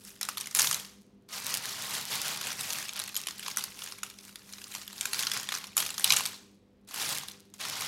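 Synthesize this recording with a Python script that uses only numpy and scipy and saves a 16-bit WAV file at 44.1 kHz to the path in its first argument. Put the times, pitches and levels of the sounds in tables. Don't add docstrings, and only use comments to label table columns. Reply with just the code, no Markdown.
import sys
import numpy as np
from scipy import signal
from scipy.fft import rfft, irfft, next_fast_len
from scipy.io import wavfile
from scipy.ndimage import uniform_filter1d

SR = 44100
rng = np.random.default_rng(int(sys.argv[2]) if len(sys.argv) > 2 else 0)


def store_pcm(level_fs):
    pcm = np.round(np.clip(level_fs, -1, 1) * 32767).astype(np.int16)
    wavfile.write(sys.argv[1], SR, np.atleast_2d(pcm).T)


N = 347067


def from_db(db):
    return 10 ** (np.asarray(db) / 20)


def rms_one(x):
    return x / np.sqrt(np.mean(x ** 2) + 1e-20)


def at_hz(points, hz):
    corners_hz, levels_db = np.array(points).T
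    return np.interp(np.log(hz), np.log(corners_hz), levels_db)


def colour(x, points):
    size = next_fast_len(N)
    hz = np.maximum(np.arange(size // 2 + 1) * SR / size, 1)
    return irfft(rfft(x, size) * from_db(at_hz(points, hz)), size)[:N]


def drift(rate_hz):
    r = np.exp(-2 * np.pi * rate_hz / SR)
    wander = signal.lfilter([1], [1, -2 * r, r * r], rng.standard_normal(N + SR))
    return rms_one(wander[SR:])


def resonance(x, hz, width_hz):
    r = np.exp(-np.pi * width_hz / SR)
    zeros = np.array([1, 0, -1]) * (1 - r * r) / 2
    poles = [1, -2 * r * np.cos(2 * np.pi * hz / SR), r * r]
    return signal.lfilter(zeros, poles, x + 1e-18)


# (frequency [Hz], relative density [dB per Hz])
AIR_COLOUR = [(30, -27), (45, 1.5), (100, -3), (250, 0.5), (450, -5), (650, -12), (1500, -22), (4000, -27),
              (7000, -42), (16000, -42)]
AIR_DB = -65.5


def room_air():
    noise = rng.standard_normal(N)
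    return from_db(AIR_DB) * rms_one(colour(noise, AIR_COLOUR))


# (frequency [Hz], level around which it wavers [dB rms])
HUM_HARMONICS = [(102.3, -74.5), (199.2, -63.5), (247.6, -75.5), (301.5, -77), (398.4, -73), (500.6, -78)]


def hum(waver_db):
    t = np.arange(N) / SR
    total = np.zeros(N)
    for hz, db in HUM_HARMONICS:
        level = from_db(db + waver_db * drift(11))
        total += np.sqrt(2) * level * np.sin(2 * np.pi * (hz * t + rng.random()))
    return total


ROOM_T60_S, ROOM_DB, WALL_CUT_HZ = 0.59, -13, 7200


def room(x):
    t = np.arange(SR) / SR
    dull, bright = rng.standard_normal((2, SR))
    low_pass = signal.butter(2, WALL_CUT_HZ, fs=SR, output="sos")
    long_tail = signal.sosfilt(low_pass, dull) * from_db(-60 * t / ROOM_T60_S)
    short_tail = 2.86 * bright * from_db(-60 * t / (0.17 * ROOM_T60_S))
    tail = (long_tail + short_tail) * (t > .003)
    tail /= np.sqrt(np.sum(tail ** 2))
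    return from_db(ROOM_DB) * signal.fftconvolve(x, tail)[:N]


# (frequency [Hz], width [Hz], relative level [dB])
TABLE_MODES = [(104.2, 6.3, 0.5), (137, 58, 6), (224, 37, 1)]
BOOM_DB, BOOM_LAG_S = -63, 0.022


def table(rustle_db):
    keep = np.exp(-1 / (BOOM_LAG_S * SR))
    load_db = signal.lfilter([1 - keep], [1, -keep], rustle_db + 45)
    load = rng.standard_normal(N)
    boom = np.zeros(N)
    for hz, width_hz, db in TABLE_MODES:
        boom += from_db(db) * resonance(resonance(load, hz, width_hz), hz, 2 * width_hz)
    return from_db(BOOM_DB + load_db) * rms_one(boom)


# (start [s], rise [s], hold [s], nominal rustle level [dB],
# treble re rustle [dB])
MASS_SHOVES = [(0.0, 0.068, 0.016, -55, 2.5), (0.546, 0.011, 0.11, -40, 4.5), (1.291, 0.043, 0.05, -40, -8),
               (1.413, 0.063, 0.074, -38, -9.5), (1.607, 0.029, 0.22, -41, -9),
               (1.799, 0.14, 0.039, -37, -6.5), (2.062, 0.058, 0.029, -35, -7.5),
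               (2.168, 0.085, 0.069, -37, -9), (2.367, 0.089, 0.026, -38.5, -7),
               (2.549, 0.05, 0.21, -41, -5.5), (2.925, 0.043, 0.016, -42, -24),
               (3.296, 0.18, 0.033, -45, -9), (3.737, 0.037, 0.12, -49.5, -5),
               (4.142, 0.13, 0.012, -56, -2), (4.356, 0.13, 0.21, -56.5, -3.5),
               (4.677, 0.031, 0.099, -52, -3), (4.905, 0.071, 0.11, -50, -2),
               (5.087, 0.096, 0.022, -38.5, -5.5), (5.302, 0.044, 0.0097, -37.5, -10),
               (5.486, 0.071, 0.056, -49, -14.5), (5.763, 0.012, 0.023, -39, 0.5),
               (5.961, 0.038, 0.03, -44.5, -3.5), (6.03, 0.12, 0.04, -48, -17.5),
               (6.878, 0.095, 0.04, -41, -7.5), (6.937, 0.088, 0.097, -36, -6.5),
               (7.538, 0.009, .02, -63, -6), (7.593, 0.01, .3, -39, -11)]
RISE_DB, FALL_DB_PER_S, TREBLE_FALL_DB_PER_S = 14.5, 102, 150.5
CONTACT_S = 0.0087
SETTLE_DB, SETTLE_DB_PER_S, SETTLE_TREBLE_DB = -31, 138, -7
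REST_DB, REST_TREBLE_DB = -84, -98


def stir():
    now, power = np.arange(N) / SR, np.zeros((2, N))
    for start, rise_s, hold_s, level_db, treble_db in MASS_SHOVES:
        rising = np.clip(1 - (now - start) / rise_s, 0, 1)
        touching = np.clip((now - start) / CONTACT_S + 1, 0, 1) ** 2
        after = np.maximum(now - start - rise_s - hold_s, 0)
        top_db = level_db - RISE_DB * rising
        body_db = top_db - FALL_DB_PER_S * after
        bright_db = top_db + treble_db - TREBLE_FALL_DB_PER_S * after
        power += touching * from_db(2 * np.array([body_db, bright_db]))
    struck = np.zeros(N)
    for s, peak_db, *_ in CHIP_CLACKS:
        struck[round(s * SR)] = from_db(2 * (peak_db + SETTLE_DB))
    settling = signal.lfilter([1], [1, -from_db(-2 * SETTLE_DB_PER_S / SR)], struck + 1e-30)
    power += settling * from_db([[0], [2 * SETTLE_TREBLE_DB]])
    power += from_db([[2 * REST_DB], [2 * REST_TREBLE_DB]])
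    return 10 * np.log10(power)


# (frequency [Hz], relative density [dB per Hz])
RUSTLE_COLOUR = [(150, -41), (260, -11), (274, -14.5), (401, -9.5), (445, -10.5), (973, -3.5), (2400, -3),
                 (3280, -2), (9970, -1.5), (11300, 0), (15400, -10), (16500, -20.5)]


def rustle(rustle_db, treble_db, spread_db, clump_db, quality, scrape_s):
    per_s = 3000 + 6000 * from_db(.5 * (rustle_db + 46.0))
    sizes = from_db(spread_db * np.minimum(rng.exponential(1, N), 5))
    slips = drift(45)
    brief_slips = slips - uniform_filter1d(slips, size=2500)
    clumps = from_db(clump_db * brief_slips)
    knocks = sizes * (rng.random(N) < per_s * clumps / SR) / np.sqrt(per_s)
    pitches, dealt = np.geomspace(300, 15500, 32), rng.integers(0, 32, N)
    fade, grit = np.exp(-1 / (scrape_s * SR)), rng.standard_normal(N)
    out = np.zeros(N)
    for k, hz in enumerate(pitches):
        struck = knocks * ((dealt == k) | (dealt == (k + 11) % 32))
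        envelope = signal.lfilter([1], [1, -fade], struck + 1e-18)
        scraped = np.roll(grit, 997 * k) * envelope
        ringing = resonance(resonance(scraped, hz, hz / quality), hz, hz / 2)
        share = np.clip(np.log2(hz / 5000), 0, 1)
        level_db = (1 - share) * rustle_db + share * treble_db + at_hz(RUSTLE_COLOUR, hz) - 44.5
        out += from_db(level_db) * np.sqrt(hz) * rms_one(ringing)
    return out


SNAPS_PER_S = 120
SNAP_DB, SNAP_SPREAD_DB, SNAP_HZ = 16, 5, 3000


def snaps(rustle_db):
    sizes = from_db(SNAP_SPREAD_DB * np.minimum(rng.exponential(1, N), 4)) * rng.choice([-1, 1], N)
    happens = rng.random(N) < SNAPS_PER_S / SR
    clicks = sizes * happens * from_db(rustle_db + SNAP_DB)
    band = signal.butter(2, [SNAP_HZ, 13000], "band", fs=SR, output="sos")
    return signal.sosfilt(band, clicks + 1e-18)


# (from [s], to [s])
LOOSE_SPELLS = [(0.0, 0.9), (2.4, 6.4)]
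SMALL_PER_S, SMALL_DB, SMALL_SPREAD_DB = 32, 17, 2.5
SMALL_BODY_DB, SMALL_TREBLE_DB, SMALL_COLOUR_DB = -8, -5.5, 13


def small_clacks(rustle_db):
    when, size, body, treble, pitch = rng.random((int(SMALL_PER_S * N / SR), 5)).T
    s = when * N / SR
    peak_db = rustle_db[(when * N).astype(int)] + SMALL_DB - SMALL_SPREAD_DB * np.log(1 - .95 * size)
    body_db = SMALL_BODY_DB + SMALL_COLOUR_DB * (body - .5)
    treble_db = SMALL_TREBLE_DB + SMALL_COLOUR_DB * (treble - .5)
    main_hz = 2000 * 4 ** pitch
    rows = zip(s, peak_db, body_db, treble_db, main_hz)
    return [row for row in rows if any(start < row[0] < end for start, end in LOOSE_SPELLS)]


# (time [s], nominal peak [dB], body below 2 kHz re middle [dB],
# treble above 7 kHz re middle [dB], strongest mode [Hz])
CHIP_CLACKS = [(0.05, -33, -12, 9, 5330), (0.212, -16, -1.5, 5, 5380), (0.23, -14.5, -11, -2.5, 3880),
               (0.288, -14, -3.5, -1.5, 1180), (0.372, -18.5, 2.5, 6.5, 3470), (0.38, -17.5, -9, 0, 4230),
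               (0.401, -24, -12, 4, 6000), (0.41, -18, -17.5, 2.5, 5530), (0.458, -25, -13, -7, 3000),
               (0.471, -21.5, -13.5, 1, 2110), (0.511, -25.5, -8.5, -1, 5430), (0.549, -8, -12, 5, 7180),
               (0.561, -17, -3.5, 0.5, 7200), (0.571, -13, -6, 7.5, 9000), (0.589, -9.5, -12, -2, 6740),
               (0.594, -5, -7, 0.5, 6500), (0.605, -9.5, -11, -4, 5000), (0.618, -7.5, -20, 3, 5650),
               (0.644, -13.5, -2, -2.5, 6960), (0.671, -12, -23.5, -10, 6460), (0.712, -10.5, -4, -1, 6900),
               (0.728, -13, -16.5, -2, 6560), (0.744, -12, -17, -1, 6200), (0.798, -25.5, -16, 4, 3240),
               (0.848, -29.5, -20, -14, 4660), (1.497, -24, -10, 3, 5300), (1.521, -23, -10, -6, 6940),
               (1.558, -27, -4, -4, 3170), (1.655, -23.5, -12, -8, 1800), (1.689, -25, -12, -11, 6900),
               (1.835, -31, -10, 5, 6320), (1.944, -22, -15, 6, 10600), (2.259, -23, -18, -9, 7300),
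               (2.374, -22.5, -6, 2, 3340), (2.413, -19, -2, -2, 3060), (2.514, -25.5, -26, -15, 5000),
               (2.609, -17, 1, 9, 3700), (2.632, -26.5, -10, 4, 9000), (2.704, -16, -17, -8, 6600),
               (2.785, -20, -15, -3, 1670), (2.826, -24.5, -11, -4, 1710), (2.892, -19.5, -14, -17, 3600),
               (2.959, -24, -8, -9, 4800), (2.992, -18.5, -3, 4, 4000), (2.999, -16.5, -8, 1, 3840),
               (3.017, -22, -4, -8, 4540), (3.077, -25, -6, 1, 8400), (3.095, -28.5, -7, -16, 2540),
               (3.144, -24, -8, 0, 4240), (3.154, -19.5, -16, -2, 7000), (3.165, -12.5, -23, 4.5, 3100),
               (3.173, -18.5, -18, 23, 8140), (3.236, -26, -15, -9, 5560), (3.27, -15.5, -11, -1, 3020),
               (3.285, -19, -10, -5, 3020), (3.308, -24, -5, -5, 6400), (3.395, -24.5, 0, 11, 3000),
               (3.481, -17.5, -7, -1, 980), (3.571, -10.5, -4, 5, 6060), (3.583, -16.5, -7, 4, 5800),
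               (3.639, -16.5, -6, 4, 4700), (3.82, -23.5, -8, -13, 2830), (3.84, -24, -10, 2, 7080),
               (3.886, -30.5, -20, -13, 3130), (3.922, -23.5, -13, -7, 5160), (3.985, -31.5, -4, 5, 2280),
               (4.032, -15.5, -12, 3, 1370), (4.1, -29.5, -15, -1, 3600), (4.187, -30.5, -20, -5, 5040),
               (4.357, -26, -4.5, -1, 3490), (4.525, -30.5, -21, 0, 4000), (4.535, -25.5, -11, -11, 4140),
               (4.583, -31.5, -14, -15, 4970), (4.616, -29.5, -4, 0, 2700), (4.641, -27, -31, -12, 7250),
               (4.72, -28.5, -22, -7, 3970), (4.732, -33.5, -14, -1, 3020), (4.75, -19, -3.5, -8, 7300),
               (4.76, -27.5, -13, -9, 1160), (4.878, -24, -12, 2, 3420), (4.929, -28, -1, 4, 3970),
               (4.98, -27.5, -24, -16, 5130), (5.01, -12.5, -27, -2, 8200), (5.055, -12.5, -4.5, 2, 7300),
               (5.132, -12, -6.5, -3, 4180), (5.192, -12.5, -8, -5, 4600), (5.215, -26.5, -13, -12.5, 4800),
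               (5.233, -16.5, -6.5, -13, 3400), (5.269, -11, -7.5, -11, 4300), (5.316, -12, -12, -4, 3450),
               (5.336, -18.5, -23, -2, 5100), (5.366, -18.5, 5, -10.5, 5000),
               (5.429, -33.5, 10.5, -22, 1300), (5.489, -15, -1, -2.5, 3600),
               (5.521, -14.5, -5, -10.5, 1220), (5.525, -22, -15, -1.5, 1190),
               (5.54, -18.5, -7.5, -3, 1210), (5.546, -22.5, -15.5, 1.5, 8440),
               (5.55, -16.5, -1, -14, 6130), (5.562, -24, -1, -2, 4770), (5.641, -23.5, -4, -5.5, 3040),
               (5.768, -7.5, -1, 9.5, 7000), (5.778, -7, -12.5, 1.5, 7150), (5.802, -12, -12, 0, 4230),
               (5.863, -17.5, -21, -5, 5060), (5.904, -18, -9.5, 1, 4140), (5.942, -25, -4, -4, 7100),
               (5.98, -15.5, -7.5, -4, 6430), (5.996, -17.5, 7, 11.5, 8800), (6.043, -2.5, -32, 3, 3900),
               (6.075, -15, -17, -12.5, 3720), (6.097, -15, -15, 8.5, 4150),
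               (6.104, -2.5, -13, -13.5, 3920), (6.122, -3.5, -21, -4, 6150), (6.135, -12, -7, 0, 5850),
               (6.164, -10.5, -15, 8, 6200), (6.168, -8, -11.5, -11, 7860), (6.207, -16, 5, 3, 2840),
               (6.255, -14.5, -9, -1, 4460), (6.261, -15, -20, 9, 3780), (6.343, -30.5, -7, -6, 4130),
               (6.888, -34.5, -11, 4, 4120), (6.91, -30, -4, -9, 4400), (6.942, -21.5, 4, 10, 3000),
               (6.96, -23.5, -5, -2, 7340), (6.998, -21.5, -7, -5, 4900), (7.125, -24.5, -13, 6, 2990),
               (7.173, -21, 10, 15, 6500), (7.234, -25.5, -2, -5, 6500), (7.284, -23, -17, -2, 4040),
               (7.313, -31, -20, -13, 4200), (7.539, -32, -9, -0.5, 6430), (7.651, -20, -2, -6, 4130),
               (7.807, -21, -4, 2, 2260), (7.82, -20.5, -8, -10, 5800)]
# (from [Hz], to [Hz], T60 [s])
MODE_RANGES = [(1020, 1875, 0.0087), (2260, 7000, 0.017), (6880, 13000, 0.0084)]
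MAIN_MODE_DB, MAIN_MODE_T60_S = -5.5, 0.014
LEAD_S, LEAD_DB = 0.0012, -6.5
FOCUS_DB_PER_OCT = 1.5


def clacks(rows, rattle_s, bounce, uneven_db, rise_s, crest_db):
    out, t = np.zeros(N + 2048), np.arange(1024) / SR
    onset = 1 - np.exp(-t / rise_s)
    draws = rng.random((len(rows), 3, 3, 24))
    rattles, lead = rng.random((len(rows), 2, 20)), round(LEAD_S * SR)
    for (s, peak_db, body_db, treble_db, main_hz), chip, (when, size) in zip(rows, draws, rattles):
        main = np.sin(2 * np.pi * main_hz * t) * from_db(-60 * t / MAIN_MODE_T60_S) * onset
        ring = 0
        levels_db, focuses = (body_db, 0, treble_db), (0, FOCUS_DB_PER_OCT, 0)
        for (low, high, t60), level_db, focus, (place, strength, phase) in zip(
                MODE_RANGES, levels_db, focuses, chip):
            hz = low + (high - low) * (np.arange(24) + place) / 24
            mode_db = uneven_db * strength - focus * np.abs(np.log2(hz / main_hz))
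            mode_db -= 0.87 * np.maximum(hz - 11500, 0) / 1000
            modes = from_db(mode_db) @ np.sin(2 * np.pi * (hz[:, None] * t + phase[:, None]))
            ring = ring + from_db(level_db) * rms_one(modes * from_db(-60 * t / t60) * onset)

        impacts = np.zeros(1024)
        length_s = rattle_s * (.4 + 1.2 * size[-1])
        bounces = lead + (length_s * SR * when).astype(int)
        impacts[bounces] = (2 * size - 1) * bounce * (1 - when)
        grazes = (lead * when[:6]).astype(int)
        impacts[grazes] = from_db(LEAD_DB) * (2 * size[6:12] - 1) * when[:6]
        impacts[lead] = 1

        first_blow = np.pad(main, (lead, 1023 - lead))
        clack = rms_one(np.convolve(impacts, ring)) + from_db(MAIN_MODE_DB) * rms_one(first_blow)
        at = max(round(s * SR) - lead, 0)
        out[at:at + 2047] += from_db(peak_db - crest_db) * rms_one(clack)
    no_bass = signal.butter(4, 700, "high", fs=SR, output="sos")
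    return signal.sosfilt(no_bass, out[:N])


def scene():
    rustle_db, treble_db = stir()
    chips = rustle(rustle_db, treble_db, spread_db=-1.0, clump_db=1.0, quality=8.6, scrape_s=0.00038)
    chips += snaps(rustle_db)
    chips += clacks(small_clacks(rustle_db) + CHIP_CLACKS, rattle_s=0.0041, bounce=0.74,
                    uneven_db=9.0, rise_s=0.00016, crest_db=23.0)
    background = room_air() + hum(waver_db=3.5) + table(rustle_db)
    return (background + chips + room(chips))[None]


def record(dry):
    rumble_cut = signal.butter(6, 40, "high", fs=SR, output="sos")
    top_cut = signal.cheby2(14, 70, 16900, fs=SR, output="sos")
    return signal.sosfilt(top_cut, signal.sosfilt(rumble_cut, dry))


dry = scene()
out = record(dry)
store_pcm(out)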